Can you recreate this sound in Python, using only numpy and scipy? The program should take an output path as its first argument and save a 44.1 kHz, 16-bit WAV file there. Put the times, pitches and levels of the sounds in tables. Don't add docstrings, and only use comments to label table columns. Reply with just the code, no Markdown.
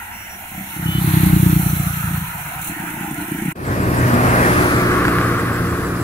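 import sys
import numpy as np
from scipy import signal
from scipy.fft import rfft, irfft, next_fast_len
from scipy.io import wavfile
from scipy.ndimage import uniform_filter1d, minimum_filter1d, map_coordinates

SR = 44100
rng = np.random.default_rng(int(sys.argv[2]) if len(sys.argv) > 2 else 0)


def dump_mix(stems):
    frames = np.atleast_2d(stems).T
    limited = np.clip(frames, -1, 1)
    pcm = np.round(limited * 32767).astype(np.int16)
    wavfile.write(sys.argv[1], SR, pcm)


N = 265923

# t/s, f/Hz
BIKE_FIRING = [(0, 32.5), (.8, 32.3), (1.18, 31.8), (1.3, 30.5), (1.5, 30.1), (1.8, 29.3), (2.3, 28.8),
               (3.5, 29.1)]
CAR_FIRING = [(3.55, 62.47), (4.2, 60.83), (4.8, 59.95), (5.2, 59.22), (5.55, 58.3), (6.03, 58.3)]
# f/Hz, level/dB
BIKE_BALANCE = [(800, -1), (1100, 10.5), (1400, -3), (2500, -2.5), (4000, -3.5), (6000, -8), (8500, -9),
                (10500, -3.5), (13000, 0)]
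CAR_BALANCE = [(1500, 0.5), (2200, 2.5), (3500, -2.5), (5000, -0.5), (8000, -1.5), (10800, -9), (12500, -2),
               (14500, 3)]
# t/s, level/dB
BREAK = [(3.521, 0), (3.54, -39), (3.55, -32), (3.557, -11), (3.71, 0)]

CAR_START_S = BREAK[1][0]
BIKE_NEAREST_S, BIKE_WIDTH_S = 1.3547, 0.43
UNMASK_S = (0.69, 0.804)
EASING_S = (1.62, 1.92)
TURN_AWAY_S = (2.6, 2.72)
THROTTLE_ATTACK_S, THROTTLE_RELEASE_S = 0.048, 0.079
CAR_TREAD_PEAK_S = 4.98


def amp(db):
    return 10 ** (np.asarray(db) / 20)


def unit(x):
    return x / np.sqrt(np.mean(x ** 2) + 1e-20)


def clock():
    return np.arange(N) / SR


def along(points, hz):
    freqs, values = np.transpose(points)
    return np.interp(np.log(hz + 1), np.log(freqs + 1), values)


def curve(rows):
    return np.interp(clock(), *np.transpose(rows))


def wobble(rate):
    return map_coordinates(rng.standard_normal(int(N * rate / SR) + 4), [clock() * rate])


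def ramp(start, stop):
    return np.clip((clock() - start) / max(stop - start, 1 / SR), 0, 1)


def held(start, stop, attack, release):
    return ramp(start - attack, start) - ramp(stop, stop + release)


def distance(nearest_s, width_s):
    return np.hypot(1, (clock() - nearest_s) / width_s)


def passing(peak_db, nearest_s, width_s, fall_db):
    return peak_db - fall_db * np.log10(distance(nearest_s, width_s))


def filtered(x, response):
    size = next_fast_len(N + SR // 2)
    return irfft(rfft(x, size) * response(np.fft.rfftfreq(size, 1 / SR)), size)[..., :N]


def ring(x, spectrum, size=16384):
    cepstrum = irfft(np.log(amp(along(spectrum, np.fft.rfftfreq(size, 1 / SR)))))
    cepstrum[1:size // 2] *= 2
    cepstrum[size // 2 + 1:] = 0
    ringing = irfft(np.exp(rfft(cepstrum)))
    return signal.fftconvolve(x, ringing / np.linalg.norm(ringing))[:N]


def placed(x, ahead_ms=0.094, beside_ms=0.35):
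    bike_beside = 1 / distance(BIKE_NEAREST_S, BIKE_WIDTH_S) ** 2
    car_beside = 1 - ramp(4.58, 5.2)
    beside = np.where(clock() < CAR_START_S, bike_beside, car_beside)
    lead = (ahead_ms + (beside_ms - ahead_ms) * beside) / 1000 * SR
    return np.array([map_coordinates(x, [np.arange(N) + side * lead / 2]) for side in (1, -1)])


def rush(spectrum, balance, direct, flutter_db, left_to_right_ms=0.49):
    spread = lambda hz: np.arccos(np.sinc(2 * hz * left_to_right_ms / 1000)) / 2
    white = rng.standard_normal((2, N))
    mid, side = filtered(white, lambda hz: np.array([np.cos(spread(hz)), np.sin(spread(hz))]))
    around = np.sqrt(1 - direct) * np.array([mid + side, mid - side])
    straight = np.sqrt(direct) * placed(rng.standard_normal(N))
    colour = lambda hz: amp(along(spectrum, hz) + along(balance, hz) * np.array([[.5], [-.5]]))
    return unit(filtered(around + straight, colour) * amp(flutter_db * wobble(35)))


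def patchy(x, depth_db):
    bands = signal.stft(x, nperseg=1024)[2]
    swell = uniform_filter1d(rng.standard_normal(bands.shape[1:]), size=4, axis=0)
    swell = uniform_filter1d(swell, size=9, axis=1)
    return unit(signal.istft(bands * amp(depth_db * unit(swell)), nperseg=1024)[1][:, :N])


def distant_traffic(db=-45):
    # f/Hz, level/dB
    rumble_tone = [(25, -3), (60, 4), (100, 8.5), (145, -32), (200, 9), (250, -11), (400, -26), (520, -13),
                   (1000, -53)]
    return amp(db) * rush(rumble_tone, CAR_BALANCE, direct=0.07, flutter_db=2)


def bike_tyres(throb_db=0.5):
    # f/Hz, level/dB
    roll_tone = [(25, -10), (65, -3), (150, -10), (380, -10.5), (520, -30), (620, -7.5), (710, 0.5),
                 (920, 3), (1070, -5.5), (1200, -55), (1600, -89)]
    rush_tone = [(700, -41), (1190, -17), (1360, 1), (1700, -3), (1950, -1.5), (2800, -6), (3600, -23),
                 (4100, -46), (4900, -29), (7000, -22.5)]
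    tread_tone = [(1000, -23), (1270, 4.5), (1400, 3), (1650, -8.5), (2300, -58)]
    hiss_tone = [(2000, -8), (3700, -7), (4300, -7.5), (4900, -32), (5600, -8.5), (8300, -8), (10000, 0),
                 (12500, 2), (15500, 0)]
    roll = patchy(rush(roll_tone, BIKE_BALANCE, direct=.3, flutter_db=1.5), depth_db=3)
    bright = patchy(rush(rush_tone, BIKE_BALANCE, direct=.25, flutter_db=1), depth_db=2.3)
    tread = patchy(rush(tread_tone, BIKE_BALANCE, direct=.3, flutter_db=1.2), depth_db=2.8)
    hiss = patchy(rush(hiss_tone, BIKE_BALANCE, direct=.1, flutter_db=.7), depth_db=3.2)
    tyre_gain = np.hypot(amp(passing(-38, 1.35, 0.25, 25)), amp(-39 + 0.99 * clock()))
    hiss_gain = np.hypot(amp(passing(-28, 1.57, 0.66, 43.5)), amp(-45 + 2.37 * clock()))
    hiss_gain *= amp(4 + throb_db * np.cos(2 * np.pi * bike_cycles()))
    tread_gain = amp(passing(-34, 1.8, 1.26, 64)) * ramp(*UNMASK_S)
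    return tyre_gain * (roll + amp(4) * bright) + tread_gain * tread + hiss_gain * hiss


def bike_cycles(zero_s=1.138):
    cycles = np.cumsum(curve(BIKE_FIRING)) / SR
    return cycles - np.interp(zero_s, clock(), cycles)


def exhaust_level(hidden_db=-13.5, pull_db_per_s=20):
    # opens t/s, closes t/s, boost over idle/dB
    twists = [(0.53, 0.584, 16.5), (0.835, 1.87, 5.5), (2.018, 2.135, 7.5), (2.683, 2.774, 2),
              (3.43, 3.455, 4.5)]
    throttle_db = sum(db * held(opens, closes, THROTTLE_ATTACK_S, THROTTLE_RELEASE_S)
                      for opens, closes, db in twists)
    pull_db = pull_db_per_s * np.maximum(clock() - TURN_AWAY_S[0], 0)
    pass_db = passing(-17.5, BIKE_NEAREST_S, BIKE_WIDTH_S, 38.5)
    return pass_db + hidden_db * (1 - ramp(*UNMASK_S)) + throttle_db + pull_db


def exhaust_puffs(level_db, away, echoes=6):
    # distance (1 = closest), scatter/dB, echo strength
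    near_far = [(1.4, 0.5, 0.12), (2.5, 1.3, 0.36)]
    # t/s, level change/dB
    hard_firings = [(1.872, 1.5), (1.975, 3.5), (2.045, 1.5), (2.115, 8), (2.22, 10), (2.46, 3.5),
                    (2.70, 7), (2.80, 3.5), (2.90, 0), (2.94, 6), (3.01, 4), (3.115, 5), (3.18, 2.5),
                    (3.32, 5.5), (3.425, 2), (3.455, 5.5), (3.49, -2.5)]
    cycle = np.floor(bike_cycles())
    fired = np.flatnonzero(np.diff(cycle)) + 1
    count = len(fired)
    reach, *columns = np.transpose(near_far)
    scatter_db, echo = (np.interp(away[fired], reach, column) for column in columns)
    easing = (fired > EASING_S[0] * SR) & (fired < EASING_S[1] * SR)
    weak = np.where(easing, cycle[fired] % 2 == 1, cycle[fired] % 3 == 2)
    hard_db = np.zeros(count)
    for s, db in hard_firings:
        hard_db[np.argmin(np.abs(fired / SR - s))] += db
    size = amp(level_db[fired] + hard_db - 5.5 * weak + scatter_db * rng.standard_normal(count))
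    when = fired + SR * (.0007 * weak + .0002 * rng.standard_normal(count))
    delays_s = np.c_[np.zeros(count), rng.uniform(.004, .04, (count, echoes))]
    gains = np.c_[np.ones(count), echo[:, None] * rng.standard_normal((count, echoes))]
    spacing = SR / curve(BIKE_FIRING)[fired]
    gains *= (size / np.linalg.norm(gains, axis=1) * np.sqrt(spacing))[:, None]
    arrivals = np.abs(when[:, None] + SR * delays_s).astype(int)
    return np.array([np.bincount(arrivals[kind].ravel(), gains[kind].ravel(), N)[:N]
                     for kind in (hard_db == 0, hard_db != 0)])


def muffled(thuds, hidden, cutoff_hz=212):
    dull = filtered(thuds, lambda hz: 1 / np.hypot(1, (hz / cutoff_hz) ** 4))
    coasting = ramp(1.45, 2.0) - ramp(2.58, 2.85)
    blip = held(2.11, 2.18, THROTTLE_ATTACK_S / 2, THROTTLE_RELEASE_S)
    dull_share = np.clip(hidden + .98 * coasting - .45 * blip, 0, 1)
    return thuds * (1 - dull_share) + dull * dull_share


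def bike_exhaust(round_trip_s=.0063, returning_share=.36, leak_share=.22):
    # f/Hz, level/dB
    side_tone = [(25, -44), (58, -1), (90, 4), (122, 1.5), (158, -0.5), (188, 2.5), (222, -10),
                 (260, -13.5), (315, -15), (345, -23.5), (400, -32), (480, -42), (1200, -66)]
    rear_tone = [(25, -26), (70, -18), (120, -6.5), (160, -9), (195, 5.5), (245, -4.5), (300, 2),
                 (360, -4.5), (440, -16.5), (540, -58), (1200, -63)]
    bark_tone = [(25, -33), (70, -19), (120, -4), (170, 0), (215, 5.5), (260, 1.5), (320, -1), (370, -11.5),
                 (440, -24), (540, -50), (1200, -64)]
    level_db = exhaust_level()
    hidden = 1 - ramp(*UNMASK_S)
    away = distance(BIKE_NEAREST_S, BIKE_WIDTH_S)
    rear_share = np.clip(hidden + .047 / away ** 2 + ramp(*TURN_AWAY_S), 0, 1)
    lap = lambda hz: np.exp(-2j * np.pi * hz * round_trip_s)
    pipe = lambda hz: (1 + leak_share / lap(hz)) / (1 - returning_share * lap(hz))
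    soft, hard = filtered(exhaust_puffs(level_db, away), pipe)
    thuds = ring((soft + hard) * np.sqrt(1 - rear_share), side_tone)
    thuds += ring(soft * np.sqrt(rear_share), rear_tone)
    thuds += ring(hard * np.sqrt(rear_share), bark_tone)
    gas = amp(level_db - 18) * rush(side_tone, BIKE_BALANCE, direct=.2, flutter_db=1)
    return placed(-muffled(thuds, hidden)) + gas


def brake_squeals(attack_s=0.0076, release_s=0.029, waver_rad=0.51):
    # start t/s, stop t/s, f/Hz, level/dB
    squeals = [(0.13, 0.256, 5630, -45), (0.296, 0.347, 5650, -42), (0.866, 0.982, 3020, -28),
               (0.883, 0.98, 3440, -40.5)]
    out = np.zeros(N)
    for start, stop, hz, db in squeals:
        tone = np.sin(2 * np.pi * hz * clock() + waver_rad * wobble(73))
        out += amp(db) * held(start, stop, attack_s, release_s) * tone
    return placed(out)


def bike_alongside(db=-24.5):
    # f/Hz, level/dB
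    side_tone = [(500, -16), (700, 1), (1150, 1), (1500, 2), (2000, 4), (3000, -7), (4200, -2.5),
                 (5000, -19), (8000, -12.5), (12500, 2.5), (15500, -10.5)]
    swell = amp(db) / distance(nearest_s=1.198, width_s=0.18) ** 2
    return swell * rush(side_tone, BIKE_BALANCE, direct=0.17, flutter_db=1.5)


def valve_ticks(hz=8800, width_hz=900, fade_s=0.021, accent_db=6, pull_db=10):
    cycle, part = np.divmod(bike_cycles(), 1)
    since_s = part / curve(BIKE_FIRING)
    accented = cycle % 3 == 1
    metal = filtered(rng.standard_normal((2, N)), lambda f: np.exp(-((f - hz) / width_hz) ** 2))
    ticks = unit(metal * amp(-60 * since_s / fade_s + accent_db * accented + 2.2 * wobble(36)))
    left_right = amp([[-5], [3]])
    return ticks * ramp(*EASING_S) * amp(-51 + pull_db * ramp(2.98, 3.16)) * left_right


def bike_spits(attack_s=0.0051, fade_s=0.21):
    # t/s, level/dB
    spurts = [(2.617, -26), (2.645, -30), (2.674, -26)]
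    # f/Hz, level/dB
    hiss_tone = [(2500, -14), (4200, 0), (4900, -39), (6000, -1.5), (10000, 5), (15500, 4)]
    gain = sum(amp(db - 60 * np.maximum(clock() - s, 0) / fade_s) * ramp(s - attack_s, s)
               for s, db in spurts)
    return gain * rush(hiss_tone, BIKE_BALANCE, direct=0.15, flutter_db=0)


def car_engine(waver_db=2, rough_db=1.7, hidden_db=-4):
    # multiple of the firing rate, peak level/dB, loudest t/s, width/s, fall/dB
    overtones = [(1, -28, 4.0, .5, 15), (1.5, -28, 3.8, .3, 10), (2, -19.5, 4.36, .45, 11),
                 (3, -24.5, 4.6, 0.9, 9), (4, -19.5, 4.22, .12, 20), (5, -24, 4.98, 0.52, 19),
                 (6, -22, 4.15, .1, 30), (6, -19.5, 4.68, 0.27, 14), (7, -31, 5, 0.31, 20),
                 (8, -36, 5.5, .5, 15)]
    phase = 2 * np.pi * np.cumsum(curve(CAR_FIRING)) / SR + .035 * wobble(45)
    drone = np.zeros(N)
    for multiple, *swell in overtones:
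        gain = amp(passing(*swell) + waver_db * wobble(7))
        drone += gain * np.sin(multiple * phase + 0.27 * wobble(12) + rng.uniform(0, 2 * np.pi))
    return placed(drone * amp(rough_db * wobble(50) + hidden_db * (1 - ramp(3.74, 4))))


def sinking(x):
    rate = curve(CAR_FIRING)
    position = np.cumsum(rate / np.interp(CAR_TREAD_PEAK_S, clock(), rate))
    return np.array([map_coordinates(side, [position], mode="mirror") for side in x])


def car_tyres():
    # f/Hz, level/dB
    rumble_tone = [(20, -24), (45, -8.5), (90, 3.5), (150, 0.5), (210, -2.5), (270, 0), (400, -5),
                   (520, -10.5), (900, -53), (2000, -70)]
    roar_tone = [(200, -15), (420, -6), (620, 0.5), (850, -4.5), (1100, -1), (1600, -8), (3000, -59),
                 (8000, -85)]
    rush_tone = [(500, -14), (900, -5), (1250, 3), (1700, 5), (2050, 0), (2500, -4.5), (3200, -17),
                 (4500, -41), (8000, -65)]
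    tread_tone = [(500, -5.5), (880, -24), (1100, 2.5), (1300, 1), (1700, -3), (2200, -11), (2900, -20),
                  (4500, -26.5), (8000, -60)]
    hiss_tone = [(1500, -3), (3500, 1.5), (5000, 3.5), (6500, 0), (8500, 0.5), (10800, 4), (13000, 3),
                 (15500, -1)]
    sizzle_tone = [(2000, -13), (3500, 3), (6000, 1), (8300, -2.5), (9700, 4.5), (11000, 1), (12500, -7),
                   (15500, -6)]
    rumble = rush(rumble_tone, CAR_BALANCE, direct=.45, flutter_db=1.3)
    roar = rush(roar_tone, CAR_BALANCE, direct=.7, flutter_db=.7)
    bright = patchy(rush(rush_tone, CAR_BALANCE, direct=.6, flutter_db=.6), depth_db=2)
    tread = patchy(rush(tread_tone, CAR_BALANCE, direct=.75, flutter_db=.5), depth_db=1.2)
    hiss = patchy(rush(hiss_tone, CAR_BALANCE, direct=.1, flutter_db=.5), depth_db=2)
    sizzle = rush(sizzle_tone, CAR_BALANCE, direct=.15, flutter_db=.5)
    facing_db = -4 * (1 - ramp(4.56, 4.72))
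    hidden_db = -3 * (1 - ramp(3.88, 3.97))
    return (amp(passing(-14.6, 4.25, 0.5, 11) - 4.5) * rumble
            + amp(passing(-21, 4.36, 0.17, 16) + 3.5) * roar
            + amp(passing(-21.6, 4.45, 0.26, 23) + 2) * sinking(bright)
            + amp(passing(-21.5, CAR_TREAD_PEAK_S, 0.6, 30) + facing_db + 1.5) * sinking(tread)
            + amp(passing(-35.3, 4.35, 0.5, 10.5) + hidden_db + 4) * hiss
            + amp(passing(-30.5, 4.55, 0.25, 32)) * sizzle)


def cricket(hz=7700, width_hz=280, chirps_per_s=6.4):
    chirps = np.maximum(np.cos(2 * np.pi * chirps_per_s * (clock() - 5.08)), 0) ** 2
    rasp = unit(filtered(rng.standard_normal((2, N)), lambda f: np.exp(-((f - hz) / width_hz) ** 2)))
    left_right = amp([[-4], [4]])
    return amp(-42.5 + 1.3 * wobble(6)) * chirps * rasp * left_right


def deck_thumps(attack_s=0.0068):
    # t/s, level/dB
    axles = [(4.13, -6.5), (4.239, -10)]
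    # f/Hz, relative level/dB, fade time/s (to 60 dB down)
    slab_notes = [(92.5, -3, 0.18), (136, -21, 0.073), (242, 1.5, 0.12)]
    t, out = np.arange(SR // 4) / SR, np.zeros(N)
    boom = sum(amp(db - 60 * t / fade_s) * np.sin(2 * np.pi * hz * t) for hz, db, fade_s in slab_notes)
    boom *= 1 - np.exp(-t / attack_s)
    for s, db in axles:
        out[round(s * SR):][:len(t)] += amp(db) * boom
    return placed(out)


def deck_knocks(crack_db=-24, crack_fade_s=.003):
    # t/s, peak level/dB, fade time/s (to 60 dB down)
    knocks = [(4.916, -12, .012), (5.0515, -4.5, .02), (5.0545, -4, .008), (5.0818, -1.5, .01),
              (5.1858, -4.5, .007), (5.2138, -5, .007)]
    # f/Hz, relative level/dB
    deck_notes = [(1050, -14), (1530, 12), (2150, -14)]
    t, out = np.arange(SR // 20) / SR, np.zeros(N)
    for s, db, fade_s in knocks:
        clack = sum(amp(level + rng.normal(0, 1.92) - 60 * t / fade_s) * np.sin(2 * np.pi * hz * t)
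                    for hz, level in deck_notes)
        crack = amp(crack_db - 60 * t / crack_fade_s) * rng.standard_normal(len(t))
        out[round(s * SR):][:len(t)] += amp(db) * (clack / np.abs(clack).max() + crack)
    return placed(out)


def scene():
    bike = bike_exhaust() + valve_ticks() + bike_tyres() + bike_alongside()
    bike += brake_squeals() + bike_spits()
    car = car_engine() + car_tyres() + deck_thumps() + deck_knocks()
    nearby = np.where(clock() < CAR_START_S, bike, car + cricket())
    return (nearby + distant_traffic()) * amp(curve(BREAK))


def record(dry, ceiling=.96, top_hz=15700):
    needed = np.minimum(1, ceiling / (np.abs(dry).max(axis=0) + 1e-9))
    gain = uniform_filter1d(minimum_filter1d(needed, size=600), size=500)
    return filtered(dry * gain, lambda hz: hz < top_hz)


dry = scene()
out = record(dry)
dump_mix(out)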